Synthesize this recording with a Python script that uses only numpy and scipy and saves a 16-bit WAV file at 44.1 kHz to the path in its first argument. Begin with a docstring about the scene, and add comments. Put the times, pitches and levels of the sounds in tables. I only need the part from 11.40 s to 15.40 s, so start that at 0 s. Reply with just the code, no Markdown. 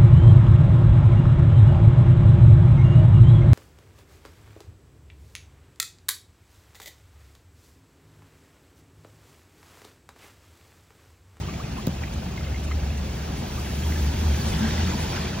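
"""Rain water runs into two holes in a manhole cover, underfoot on a wet street at night: a churning rush
with small spurts, and drops that plink as their trapped bubbles ring. One light tap lands close to the
microphone. Further off, traffic rumbles, an engine drones in two pulls and tyres swell and hiss on the
wet road. The microphone's two ports hear the street slightly out of step."""
import sys
import numpy as np
from scipy import signal
from scipy.fft import rfft, irfft
from scipy.io import wavfile
from scipy.ndimage import uniform_filter1d

SR = 44100
rng = np.random.default_rng(int(sys.argv[2]) if len(sys.argv) > 2 else 0)


def dump(signal):
    """Clip the signal to [-1, 1] and save it as 16-bit WAV at the path in sys.argv[1]."""
    limited = np.clip(np.atleast_2d(signal).T, -1, 1)
    pcm = np.round(limited * 32767).astype(np.int16)
    wavfile.write(sys.argv[1], SR, pcm)


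N = 176400
T, FREQS = np.arange(N) / SR, np.maximum(np.arange(N // 2 + 1) * SR / N, 1)


def water():
    """Water running into the cover underfoot: a flickering rush, bubbles, drops, splashes and spurts."""
    # The colour of running water. Each row: frequency in Hz, relative density in dB.
    rush_spectrum = [(300, -4.5), (500, -1), (730, 2.5), (1050, -6), (1800, -10), (2650, -6), (3500, -12),
                     (5000, -12), (7000, -14.5), (10000, -19.5), (13000, -24.5), (16000, -31)]
    rush_db = -40.8 + .7 * drift(rate_hz=25)
    rush = from_db(rush_db) * churn(wide_noise(rush_spectrum), depth_db=1.8)
    plinks = drops() + from_db(-52) * bubbles(per_s=170, low_hz=900, high_hz=3200, cycles=26)
    splashes = from_db(-58) * bubbles(per_s=160, low_hz=3200, high_hz=7500, cycles=25)
    return rush + plinks + splashes + spurts() + from_db(-13) * drain(plinks)


def drops(attack_s=.0011, trim_db=-2.7, plop_db=-10, plop_t60_s=.028):
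    """Each drop lands with a wet plop and traps a wobbling bubble that rises in pitch as it dies."""
    # Single drops. Each row: start in seconds, starting pitch in Hz, relative level in dB,
    # seconds to ring down 60 dB, rise per second as a multiple of the starting pitch.
    landings = [(.036, 3020, -34, .05, 1), (.084, 1150, -31, .1, 1), (.092, 2500, -29, .035, 3),
                (.139, 2250, -27, .025, 14), (.198, 1020, -30, .1, 19), (.236, 2480, -34, .05, 1),
                (.372, 730, -29.5, .06, 19), (.383, 930, -26, .065, 19), (.6345, 1900, -24.5, .03, 6),
                (.6345, 2330, -24, .028, 8), (.680, 2400, -33, .03, 3), (.976, 2100, -25.5, .05, 2),
                (1.008, 2050, -33, .04, 2), (1.066, 2080, -31, .06, 1), (1.143, 2080, -27.5, .045, 2),
                (1.160, 2130, -30, .04, 2), (1.312, 1240, -24.5, .032, 9), (1.317, 2030, -24, .045, 4),
                (1.503, 2560, -31, .05, 3), (1.578, 2720, -32, .04, 2), (2.150, 1420, -32, .04, 3),
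                (2.177, 1190, -30.5, .05, 2), (2.435, 3180, -29, .05, 2), (2.521, 1930, -23, .03, 8),
                (2.558, 1700, -27, .07, 2), (3.241, 1620, -25, .04, 3), (3.288, 1720, -23.5, .045, 2)]
    # The wet noise of a landing. Each row: frequency in Hz, relative density in dB.
    plop_spectrum = [(700, -6), (1300, 0), (2500, 0), (3500, -7), (7000, -20), (15000, -38)]
    rings, plops, age = np.zeros(N), np.zeros(N), T[:SR // 5]
    wobble = .2 * drift(rate_hz=150)
    for start, hz, db, t60, rise in landings:
        span = slice(int(start * SR), int(start * SR) + len(age))
        onset = (1 - np.exp(-age / attack_s)) * from_db(db + trim_db)
        pitch = hz * (1 + rise * age * (1 + wobble[span]))
        rings[span] += onset * from_db(-60 * age / t60) * np.sin(2 * np.pi * np.cumsum(pitch) / SR)
        plops[span] += onset * from_db(plop_db - 60 * age / plop_t60_s)
    return rings + plops * wide_noise(plop_spectrum)


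def bubbles(per_s, low_hz, high_hz, cycles, pitches=24, spread_db=2.5, onset_s=.006):
    """Random small bubbles of uneven size, each swelling briefly and ringing at one pitch; rms 1."""
    sizes = from_db(spread_db * np.minimum(rng.exponential(1, N), 4)) * rng.choice([-1, 1], N)
    births = sizes * (rng.random(N) < per_s / SR)
    pitch_index = rng.integers(0, pitches, N)
    rings = np.zeros(N)
    for k, hz in enumerate(np.geomspace(low_hz, high_hz, pitches)):
        clicks = births * (pitch_index == k)
        # Taking away a shorter ring softens the attack.
        rings += ring(clicks, hz, cycles / hz + onset_s) - ring(clicks, hz, onset_s)
    return rms_one(rings)


def spurts(width_octaves=.75):
    """Brief gushes of droplets, each in its own register."""
    # Spurts of water. Each row: peak time in seconds, band centre in Hz, level in dB,
    # half length in seconds.
    gushes = [(.015, 7500, -47, .012), (.142, 5500, -48, .012), (.39, 9000, -48, .025),
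              (.738, 7000, -42, .006), (1.203, 7200, -49, .005), (1.246, 7800, -43, .011),
              (1.577, 7000, -47, .008), (1.985, 8500, -47, .03), (2.97, 8500, -42, .018),
              (3.08, 8000, -40, .055), (3.185, 8500, -43, .025), (3.26, 1600, -37, .025),
              (3.43, 3300, -40, .045), (3.62, 9000, -39, .028), (3.63, 2600, -40, .04),
              (3.768, 1500, -37, .012)]
    droplets = churn(wide_noise([(500, 0), (15000, 0)]), depth_db=3.5)
    sound = 0
    for peak_s, hz, db, half_s in gushes:
        edges = np.minimum(hz * 2 ** (width_octaves * np.array([-.5, .5])), .45 * SR)
        band = signal.sosfilt(signal.butter(2, edges, "band", fs=SR, output="sos"), droplets)
        sound += from_db(db) * np.exp(-((T - peak_s) / half_s) ** 2) * rms_one(band)
    return sound


def churn(x, depth_db, frame=512):
    """Turbulence: narrow patches of the spectrum swell and fade within hundredths of a second; rms 1."""
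    cells = signal.stft(x, nperseg=frame)[2]
    patches = uniform_filter1d(rng.standard_normal(cells.shape[1:]), size=3, axis=0)
    patches = rms_one(uniform_filter1d(patches, size=5, axis=1))
    churned = signal.istft(cells * from_db(depth_db * patches), nperseg=frame)[1]
    return rms_one(churned[:, :N])


def drain(x, t60_s=.09):
    """The short hollow tail of the shaft under the cover."""
    tail = rng.standard_normal((2, SR // 2)) * from_db(-60 * T[:SR // 2] / t60_s)
    return signal.fftconvolve(x, tail / np.sqrt(np.sum(tail[0] ** 2)), axes=1)[:, :N]


def tap(click_t60_s=.011, low_cut_hz=105):
    """A light tap close to the microphone: a sharp click, then a dull knock that rebounds."""
    # The tap's contacts. Each row: start in seconds, click level in dB, relative thud level in dB.
    contacts = [(.4688, -20.5, -38), (.4734, -37, -14.3), (.4808, -31, -31), (.4912, -48, -22.5)]
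    # What it rings with. Each row: frequency in Hz, relative level in dB, seconds to fall 60 dB.
    modes = [(172, 1, .055), (235, -2, .04), (340, -8, .03), (500, -10.5, .035)]
    pushes, click_envelope = np.zeros(N), np.zeros(N)
    for start, click_db, thud_db in contacts:
        pushes[int(start * SR)] = from_db(thud_db)
        click_envelope += (T >= start) * from_db(click_db - 60 * np.abs(T - start) / click_t60_s)
    knock = sum(ring(-pushes * from_db(db), hz, t60) for hz, db, t60 in modes)
    knock = signal.sosfilt(signal.butter(2, low_cut_hz, "high", fs=SR, output="sos"), knock)
    return knock + click_envelope * wide_noise([(500, -2), (2500, -2), (8000, -3), (15000, -5.5)])


def engine(jitter=.035, waver_db=2.1, third_order_db=-21):
    """An engine out on the street pulls twice: a wavering exhaust note with a weak third order."""
    # The engine's pace. Each row: time in seconds, firing rate in Hz.
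    firing_rate = [(0, 70), (1.1, 72), (1.6, 71), (2.1, 70), (2.55, 75), (2.9, 74), (3.15, 76), (3.45, 80),
                   (4, 76)]
    # The strength of the exhaust note. Each row: time in seconds, level in dB.
    exhaust_level = [(0, -34), (.3, -40), (1.0, -38), (1.1, -28.5), (1.3, -28), (1.58, -26.5), (1.8, -35),
                     (2.0, -39), (2.15, -31.5), (2.25, -37), (2.5, -28.5), (2.92, -24.8), (3.15, -31),
                     (3.46, -26), (3.56, -34.5), (4, -36)]
    firing_hz = in_time(firing_rate) * (1 + jitter * drift(rate_hz=12))
    phase = 2 * np.pi * np.cumsum(firing_hz) / SR
    third = from_db(third_order_db) * drift(rate_hz=15) * np.sin(3 * phase)
    gain = from_db(in_time(exhaust_level) + waver_db * drift(rate_hz=12))
    return gain * np.sqrt(2) * (np.sin(phase) + third)


def tyres():
    """Tyres roar on the wet road and throw up a spatter of water, swelling as they pass."""
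    # The colour of the roar. Each row: frequency in Hz, relative density in dB.
    roar_spectrum = [(150, -8), (215, 4.5), (290, -1), (370, 5.5), (520, -.5), (635, 2.5), (715, -1.5),
                     (835, 4.5), (1000, 1), (1170, -5), (1650, -2), (2100, -8), (2400, -6), (2750, -8.5),
                     (3300, -4.5), (4350, -10), (4650, -5), (4950, -10), (5500, -7), (8000, -14.5),
                     (12000, -24), (16000, -38)]
    # The pass, heard from the cover. Each row: time in seconds, level in dB.
    pass_level = [(0, -49), (1.2, -52), (1.7, -43.5), (2.3, -39.5), (2.8, -36.5), (3.05, -33.5),
                  (3.28, -31.5), (3.55, -33.5), (3.68, -35), (3.76, -31.5), (3.88, -35), (4, -37)]
    spatter = from_db(-11) * bubbles(per_s=480, low_hz=1900, high_hz=5800, cycles=24)
    gain = from_db(in_time(pass_level) + .6 * drift(rate_hz=20))
    roar = churn(wide_noise(roar_spectrum), depth_db=2.3)
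    return gain * (roar + spatter)


def spray(flicker_db=1.0):
    """Fine spray hisses off the passing tyres."""
    # The colour of the hiss. Each row: frequency in Hz, relative density in dB.
    hiss_spectrum = [(2000, -12), (4000, -3.5), (7000, -.5), (11000, 1), (14000, -3), (16000, -10)]
    # The swell of the hiss. Each row: time in seconds, level in dB.
    hiss_level = [(0, -68), (1.2, -60), (2.05, -49.5), (2.17, -44.5), (2.5, -42), (2.75, -44), (3.05, -43),
                  (3.25, -48), (3.7, -44.5), (4, -55)]
    gain = from_db(in_time(hiss_level) + flicker_db * drift(rate_hz=10))
    return gain * churn(wide_noise(hiss_spectrum), depth_db=2.0)


def booms(half_s=.035):
    """Short, hollow swells in the rumble as a vehicle goes by."""
    # Low booms. Each row: peak time in seconds, pitch in Hz, peak level in dB.
    swells = [(3.165, 160, -23), (3.245, 218, -20.5), (3.485, 183, -24), (3.56, 212, -27)]
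    sound = np.zeros(N)
    for peak_s, hz, db in swells:
        envelope = from_db(db) * np.exp(-((T - peak_s) / half_s) ** 2)
        sound += envelope * np.sin(2 * np.pi * hz * T + .5 * drift(rate_hz=30))
    return sound


def rumble():
    """The low noise of traffic further off, rising as a vehicle goes by."""
    # The colour of the traffic. Each row: frequency in Hz, relative density in dB.
    rumble_spectrum = [(20, -26), (33, -16), (44, -2.5), (52, -2), (70, 0), (100, -2), (150, -2), (220, -6),
                       (270, -12), (400, -17), (600, -28), (1000, -44.5)]
    # Its rise and fall. Each row: time in seconds, level in dB.
    rumble_level = [(0, -31.5), (.3, -33), (.8, -31.5), (1.4, -31), (2.2, -31), (2.7, -28.5), (3.25, -26.5),
                    (3.6, -28.5), (4, -30)]
    return from_db(in_time(rumble_level)) * wide_noise(rumble_spectrum)


def wide_noise(spectrum):
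    """Noise from all around, coloured by rows of Hz and dB, partly alike in the two ports; rms 1."""
    # Likeness of the microphone's two ports. Each row: frequency in Hz, coherence from 0 to 1.
    coherence = [(100, .999), (250, .985), (380, .88), (550, .42), (850, .5), (1150, .2), (1700, .88),
                 (2800, .42), (4500, .45), (6500, .7), (7400, .85), (8300, .999), (11800, .999),
                 (13000, .8), (14500, .6)]
    mid, side = rfft(rng.standard_normal((2, N)))
    alike = np.clip(by_hz(coherence), 0, 1)
    low_cut = np.minimum(FREQS / spectrum[0][0], 1) ** 2
    ports = np.sqrt(1 + alike) * mid + np.sqrt(1 - alike) * side * [[1], [-1]]
    return rms_one(irfft(from_db(by_hz(spectrum)) * low_cut * ports, N))


def ring(clicks, hz, t60):
    """A unit click sets a decaying sine of height 1 ringing."""
    decay, step = from_db(-60 / (t60 * SR)), 2 * np.pi * hz / SR
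    return signal.lfilter([0, np.sin(step)], [1, -2 * decay * np.cos(step), decay ** 2], clicks + 1e-18)


def drift(rate_hz):
    """A random wander, mostly slower than rate_hz; rms 1."""
    return rms_one(irfft(rfft(rng.standard_normal(N)) / (1 + (FREQS / rate_hz) ** 2), N))


def from_db(db):
    """Decibels to gain."""
    return 10 ** (np.asarray(db) / 20)


def rms_one(x):
    """Scale to rms 1."""
    return x / np.sqrt(np.mean(x ** 2) + 1e-20)


def in_time(rows):
    """Rows of seconds and value, joined by straight lines at every sample."""
    return np.interp(T, *np.transpose(rows))


def by_hz(rows):
    """Rows of Hz and value, joined by straight lines on a log frequency axis."""
    hz, value = np.transpose(rows)
    return np.interp(np.log(FREQS), np.log(hz), value)


def scene():
    """Water underfoot, the street beyond, one close tap."""
    return water() + rumble() + booms() + tyres() + spray() + engine() + tap()


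def record(dry, cutoff_hz=15900):
    """The microphone's two ports differ in phase and level; the top is cut steeply."""
    # How far the left port runs ahead of the right. Each row: frequency in Hz, phase in radians.
    left_lead = [(100, 0), (300, -0.39), (550, -0.66), (750, -1.77), (1000, -1.73), (1300, -0.3),
                 (2100, 0.72), (4200, 0.85), (5000, 2.6), (5700, 1.6), (7000, 2.3), (8100, 3.1),
                 (11800, 3.17), (13500, 4.0), (15500, 6.5)]
    # Balance of the ports. Each row: frequency in Hz, left minus right in dB.
    balance = [(100, 0), (320, 2.2), (800, 0), (3000, -.3), (4000, -1.6), (5500, 0)]
    half_each = np.array([[.5], [-.5]])
    ports = np.exp(1j * by_hz(left_lead) * half_each) * from_db(by_hz(balance) * half_each)
    high_cut = 1 / np.sqrt(1 + (FREQS / cutoff_hz) ** 200)
    return irfft(rfft(dry) * ports * high_cut, N)


dry = scene()
out = record(dry)
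dump(out)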